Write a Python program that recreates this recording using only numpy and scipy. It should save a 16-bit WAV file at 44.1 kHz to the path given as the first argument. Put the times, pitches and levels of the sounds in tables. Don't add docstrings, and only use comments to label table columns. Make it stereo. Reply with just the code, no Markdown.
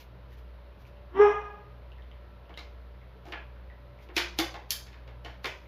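import sys
import numpy as np
from scipy import signal
from scipy.fft import rfft, irfft
from scipy.io import wavfile

SR = 44100
rng = np.random.default_rng(int(sys.argv[2]) if len(sys.argv) > 2 else 0)


def transcribe(signal):
    frames = np.atleast_2d(signal).T
    limited = np.clip(frames, -1, 1)
    pcm = np.round(limited * 32767).astype(np.int16)
    wavfile.write(sys.argv[1], SR, pcm)


def convert_level_to_amplitude(level_db):
    exponent = np.asarray(level_db, float) / 20
    return 10 ** exponent


N = 250047

# start in seconds, bite level in dB,
# hardness in dB (crackle), weight in dB (knock and thud).
KIBBLE = [(2.4941, -36.5, -25.5, -9.5), (2.5749, -28.5, -14, -14.5), (2.592, -35, -14, -21),
          (3.2543, -41.5, -13.5, -5.5), (3.2847, -43, -10, -5), (3.3229, -17.5, -26.5, -19.5),
          (4.0893, -34.5, -28, -13.5), (4.1658, -7, -13, -25), (4.1713, -24.5, -18, -21),
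          (4.3877, -10.5, -8.5, -17.5), (4.3914, -24, -9, -9), (4.5414, -27, -17, -10),
          (4.7059, -20.5, 0, -27.5), (4.8676, -36, -14.5, -20), (4.9294, -36.5, -20, -22),
          (5.077, -35.5, -21, -12.5), (5.248, -29, -17, -13), (5.29, -40.5, -23, -25),
          (5.32, -42.5, -20, -26), (5.4443, -12.5, -21, -19), (5.456, -21.5, -11, -28)]


def rms_one(x):
    return x / np.sqrt(np.mean(x ** 2) + 1e-20)


def at_hz(points, hz):
    point_hz, value = np.transpose(points)
    return np.interp(np.log(hz), np.log(point_hz + 1e-9), value)


def band(x, low_hz, high_hz):
    sos = signal.butter(2, [low_hz, high_hz], "band", fs=SR, output="sos")
    return signal.sosfilt(sos, x + 1e-18)


def resonate(x, hz, width_hz):
    r = np.exp(-np.pi * width_hz / SR)
    poles = [1, -2 * r * np.cos(2 * np.pi * hz / SR), r * r]
    return signal.lfilter([(1 - r * r) / 2, 0, (r * r - 1) / 2], poles, x + 1e-18)


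def diffuse(spectrum, count):
    # frequency in Hz, side minus mid in dB.
    pair_width = [(60, -25.5), (150, -12), (380, 1.5), (950, 6.5), (2380, 0), (5980, 0.5), (15000, 0)]
    hz = np.maximum(np.arange(count // 2 + 1) * SR / count, 10)
    mid, side = rfft(rng.standard_normal((2, count))) * convert_level_to_amplitude(at_hz(spectrum, hz))
    side = side * convert_level_to_amplitude(at_hz(pair_width, hz))
    mid_rms = np.sqrt(np.sum(abs(mid[hz > 200]) ** 2) * 2) / count
    return irfft(np.array([mid + side, mid - side]) / mid_rms, count)


def pulse(spectrum):
    hz = np.maximum(np.arange(513) * SR / 1024, 10)
    cepstrum = irfft(np.log(convert_level_to_amplitude(at_hz(spectrum, hz))))
    cepstrum[1:512] *= 2
    cepstrum[513:] = 0
    return irfft(np.exp(rfft(cepstrum)))


def building():
    # frequency in Hz, density in dB per Hz.
    air_spectrum = [(18, -37.5), (30, -22), (71, -8), (215, -22.5), (328, -21), (584, -18.5), (780, -26),
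                    (988, -22), (1130, -27), (1280, -27), (4080, -39), (6050, -53.5), (8300, -67.5),
                    (10800, -59.5), (16000, -54.5)]
    # frequency in Hz, width in Hz, level in dB.
    duct_drones = [(121.45, 6.1, -59.5), (183.2, 16, -67.5), (580, 3.8, -60.5), (1338, 3.7, -70)]
    hum_hz, hum_db, second_motor_db = 60, -48.5, -10
    beat_s, beat_dip_s = 0.782, 0.07
    s = np.arange(N) / SR
    air = convert_level_to_amplitude(-58.5) * diffuse(air_spectrum, count=N)
    white = diffuse([(100, 0), (16000, 0)], count=N)
    drones = 0
    for hz, width_hz, db in duct_drones:
        drone = resonate(resonate(white, hz, width_hz), hz, width_hz)
        drones = drones + convert_level_to_amplitude(db) * rms_one(drone)
    turn = 2 * np.pi * hum_hz * s
    slip = 2 * np.pi * (s - beat_dip_s) / beat_s
    hum = np.sin(turn) - convert_level_to_amplitude(second_motor_db) * np.sin(turn + slip)
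    hum_sides_db = hum_db + np.array([[-0.3], [0.3]])
    return air + drones + np.sqrt(2) * convert_level_to_amplitude(hum_sides_db) * hum


def shuffle():
    # start in seconds, level in dB, time held in seconds.
    strokes = [
        (0, -45.5, 0.015),
        (.33, -54.5, .005),
        (0.386, -56, 0.0046),
        (.81, -57.5, 0.011),
        (.87, -57, 0.0082),
        (3.27, -56, .01),
        (4.03, -54, .01),
        (4.1, -76, .8),
        (5.25, -63, 0.064),
        (5.5, -63, .2),
    ]
    rise_db_per_s, fall_db_per_s, floor_db = 400, 346, -80
    swell_db, swell_db_per_s = -16, 1305
    s = np.arange(N) / SR
    level_db = np.full(N, float(floor_db))
    for start, db, held in strokes:
        early, late = np.maximum(start - s, 0), np.maximum(s - start - held, 0)
        level_db = np.maximum(level_db, db - rise_db_per_s * early - fall_db_per_s * late)
    for start, bite_db, hard_db, _ in KIBBLE:
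        swell = bite_db + hard_db / 2 + swell_db - swell_db_per_s * abs(s - start)
        level_db = np.maximum(level_db, swell)
    colour = [(500, -4.5), (2500, 13), (6000, 5), (9000, -10.5), (15000, 0)]   # Hz, dB
    return convert_level_to_amplitude(level_db - 11.0) * diffuse(colour, count=N)


def ticks():
    # start in seconds, peak level in dB, pitch in Hz.
    claw_taps = [(0.1705, -68, 1620), (0.3206, -48, 1790), (0.852, -45.5, 2400), (0.9702, -53.5, 2740),
                 (1.9187, -44, 2760), (1.984, -43.5, 1800), (2.0404, -50, 1870), (2.1147, -47, 2994),
                 (2.1155, -47, 2080), (2.022, -49.5, 3240), (2.2443, -53, 1700), (2.455, -52, 2720),
                 (2.5412, -41, 3030), (2.834, -56, 1700), (3.015, -46.5, 2040), (3.1368, -56, 1707),
                 (3.5618, -44, 1590), (3.7243, -53, 1820), (3.9894, -44, 2170), (5.6562, -47, 2110)]
    out, click = np.zeros(N + 400), np.eye(1, 400)[0]
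    for start, db, hz in claw_taps:
        tone = resonate(resonate(click, hz, 0.16 * hz), hz, 0.3 * hz)
        tone = tone + 0.002 * band(click, 600, 5000)
        out[round(start * SR):][:400] += convert_level_to_amplitude(db + 3.5) * tone / abs(tone).max()
    return out[:N]


def hollow(x):
    return x - 0.9 * resonate(x, 4400, 1800)


def bark():
    # time in seconds, pitch in Hz, effort in dB.
    course = [
        (1.1, 326.5, -80.5),
        (1.135, 352, -58),
        (1.155, 383, -46),
        (1.185, 392.8, -36),
        (1.203, 413, -30),
        (1.239, 418.1, -31.5),
        (1.268, 406.1, -35),
        (1.3, 417.7, -42.5),
        (1.359, 424.9, -74),
    ]
    # frequency in Hz, width in Hz, level in dB.
    throat = [(800, 596, -1), (1167, 400, 3), (1700, 220, -7), (2260, 665, -12.5), (3065, 170, -44),
              (5470, 500, -29)]
    chest_db, chest_gain_db, chest_fade_db_per_s = 7.5, 10, 167
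    chest_opens_s, chest_rise_s = 1.188, 0.014
    growl_db, growl_left = 19, 0.3
    s, course_hz, course_db = np.transpose(course)
    now = np.arange(N) / SR
    pitch_hz = np.interp(now, s, course_hz)
    effort_db = np.interp(now, s, course_db, left=-120, right=-120)
    opened = np.clip((now - chest_opens_s) / chest_rise_s, 0, 1)

    fade_db = chest_fade_db_per_s * now
    driven_db = effort_db + chest_db + chest_gain_db * opened
    pure_db = np.maximum.accumulate(driven_db + fade_db) - fade_db
    wobble = 1 + 0.008 * rms_one(band(rng.standard_normal(N), 25, 150))
    turn = 2 * np.pi * np.cumsum(pitch_hz * wobble) / SR
    pure = np.sqrt(2) * convert_level_to_amplitude(pure_db) * np.sin(turn)

    buzz = sum(np.cos(k * turn) for k in range(2, 17))
    shimmer = convert_level_to_amplitude(2 * rms_one(band(rng.standard_normal(N), 30, 220)))
    source = convert_level_to_amplitude(effort_db) * shimmer * buzz
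    shaped = 0
    for k, (hz, width_hz, db) in enumerate(throat):
        formant = resonate(resonate(source, hz, width_hz), hz, 2 * width_hz)
        shaped = shaped + convert_level_to_amplitude(db) * formant * (-1) ** k

    breath = rng.standard_normal(N) * (1 + 0.8 * np.cos(turn))
    breath_db = np.minimum(effort_db + 2.5, -41)
    upper_rasp = band(band(breath, 1500, 3500), 2000, 3200)
    rasp = convert_level_to_amplitude(breath_db + 11.5) * (band(breath, 600, 1130) + convert_level_to_amplitude(-16) * upper_rasp)
    growl_share = 1 - (1 - growl_left) * opened
    growl = convert_level_to_amplitude(breath_db + growl_db) * growl_share * band(breath, 213, 383)
    return pure + growl, hollow(shaped + rasp)


def cracks():
    # low edge in Hz, high edge in Hz.
    crack_bands = [(1500, 4000), (300, 500), (500, 1500), (4000, 7000), (9000, 14000)]
    splinters, splinter_s, splinter_fade_db = 7, 0.006, 7
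    thud_db, fizz_db, fizz_per_hardness = -10, 8.5, 2.01
    trim_db = np.array([4.0, 7.0, 13.5, 8.5, -4.5])
    edges = np.array(crack_bands)
    centres = np.sqrt(edges.prod(axis=1))
    spread_db = 20 * np.log10(np.diff(edges)[:, 0] * 2 / SR)
    order = np.argsort(centres)
    draws = rng.random((len(KIBBLE), 3, splinters))
    out, sent = np.zeros(N + 2000), np.zeros(N + 2000)
    for (start, bite_db, hard_db, weight_db), (when, size, sign) in zip(KIBBLE, draws):
        at, burst = round(start * SR), np.zeros(500)
        when = np.sort(when) - when.min()
        splinter = convert_level_to_amplitude(-9 * size - splinter_fade_db * when) * np.sign(sign - 0.5)
        burst[(SR * splinter_s * when).astype(int)] = splinter
        burst = burst / np.sqrt(np.sum(burst ** 2))
        fizz = fizz_db + fizz_per_hardness * hard_db
        levels_db = bite_db + np.array([0, weight_db + thud_db, weight_db, hard_db, fizz])
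        click = pulse(np.transpose([centres, levels_db - spread_db + trim_db])[order])
        out[at:at + 1523] += np.convolve(click, burst)
        sent[at:at + 1024] += click
    thin = signal.butter(4, 290, "high", fs=SR, output="sos")
    return signal.sosfilt(thin, [out, sent + 0.51 * out])[:, :N]


def bowl():
    # start in seconds, mode in Hz, level in dB.
    knocks = [(2.5748, 3850, -29), (2.594, 4000, -31), (2.5752, 2080, -28), (3.151, 430, -47),
              (3.276, 360, -37), (3.3246, 1710, -30), (4.0917, 365, -40.5), (3.7, 1940, -35),
              (4.1652, 352, -22), (4.1655, 2600, -11), (4.1665, 2000, -20), (4.3886, 336, -20.5),
              (4.3885, 3450, -13), (4.5417, 900, -36), (4.7062, 4370, -13.5), (4.7071, 3190, -20.5),
              (4.7065, 6500, -15), (5.2484, 3000, -32), (5.4446, 690, -41), (5.46, 380, -35.5)]
    belly_hz, belly_t60_s, choke = 366, 0.19, 1.24
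    out, s = np.zeros(N + SR // 2), np.arange(SR // 2) / SR
    for start, hz, db in knocks:
        t60_s = belly_t60_s * (belly_hz / hz) ** choke
        onset = np.minimum(s * hz, 1)
        ring = convert_level_to_amplitude(db - 60 * s / t60_s) * np.sin(2 * np.pi * hz * s) * onset
        out[round(start * SR):][:SR // 2] += ring
    return out[:N]


def hall_tail(stretch):
    # frequency in Hz, time to fall 60 dB in seconds.
    hall_t60 = [(200, 0.22), (400, 0.45), (1000, 0.43), (2500, 0.39), (6000, 0.38), (12000, 0.26)]
    # frequency in Hz, left minus right in dB.
    tail_lean = [(60, 35), (240, 8.5), (950, -1), (3770, 7), (15000, 14.5)]
    s = np.arange(SR * 3 // 4) / SR
    edges = 100 * 2 ** np.arange(0, 7.6, 0.5)
    noise = diffuse([(100, 0), (16000, 0)], count=len(s))
    grain = rms_one(band(rng.standard_normal(len(s)), 40, 400))
    noise = noise * convert_level_to_amplitude(5 * np.exp(-s / 0.06) * grain)
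    tail = 0
    for k, (low, high) in enumerate(zip(edges, edges[1:])):
        hz = np.sqrt(low * high)
        lean = convert_level_to_amplitude(at_hz(tail_lean, hz) / 2 * np.array([[1], [-1]]))
        decay = convert_level_to_amplitude(-60 * s / at_hz(hall_t60, hz) / stretch)
        tail = tail + lean * band(noise, low, high) * decay * (-1) ** k
    return tail * (1 - np.exp(-s / 0.005))


def hall(dry, sent, tail, wet_db, pan_db, flip_hz):
    # delay in seconds, level in dB.
    echoes = [
        (.0065, -10),
        (.013, -14),
        (.0235, -15),
    ]
    early = np.zeros((2, SR // 20))
    early[:, 0] = 1
    for k, (late, echo_db) in enumerate(echoes):
        at = round(late * SR)
        early[0, at] = convert_level_to_amplitude(echo_db)
        early[1, at + 18 * (-1) ** k] = convert_level_to_amplitude(echo_db)
    pole = np.exp(-2 * np.pi * flip_hz / SR)
    early[1] = signal.lfilter([0, 0, -pole, 1], [1, -pole], early[1])
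    body_shade = pulse([(2000, 0), (6000, -4), (15000, -7)])
    early[1] = np.convolve(early[1], body_shade)[:SR // 20]
    early *= convert_level_to_amplitude([[pan_db / 2], [-pan_db / 2]])
    straight = signal.oaconvolve(early, dry[None], axes=1)[:, :N]
    wet = signal.fftconvolve(tail, sent[None], axes=1)[:, :N]
    return straight + convert_level_to_amplitude(wet_db) * wet


def scene():
    background = building() + shuffle()
    pure, rough = bark()
    from_dog, from_floor = hall_tail(stretch=1.607), hall_tail(stretch=0.91)
    voice = hall(pure, pure, from_dog, wet_db=-51, pan_db=7, flip_hz=8000)
    voice += hall(rough, rough, from_dog, wet_db=-30.5, pan_db=2.5, flip_hz=300)
    claws = ticks() * np.array([[1], [0.5]])
    steel = bowl() * np.array([[1], [0.45]])
    straight, sent = cracks() + claws + steel
    near = hall(straight, sent, from_floor, wet_db=-35.5, pan_db=2.5, flip_hz=320)
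    return background + voice + near


def low_pass(x):
    return signal.sosfilt(signal.butter(12, 16630, fs=SR, output="sos"), x)


def record(dry):
    housed = dry - 0.95 * resonate(dry, 8250, 4000)
    housed = housed + 1.43 * resonate(housed, 10820, 3000)
    top_cut = signal.cheby2(10, 50, 16200, fs=SR, output="sos")
    return low_pass(signal.sosfilt(top_cut, housed))


dry = scene()
out = record(dry)
transcribe(out)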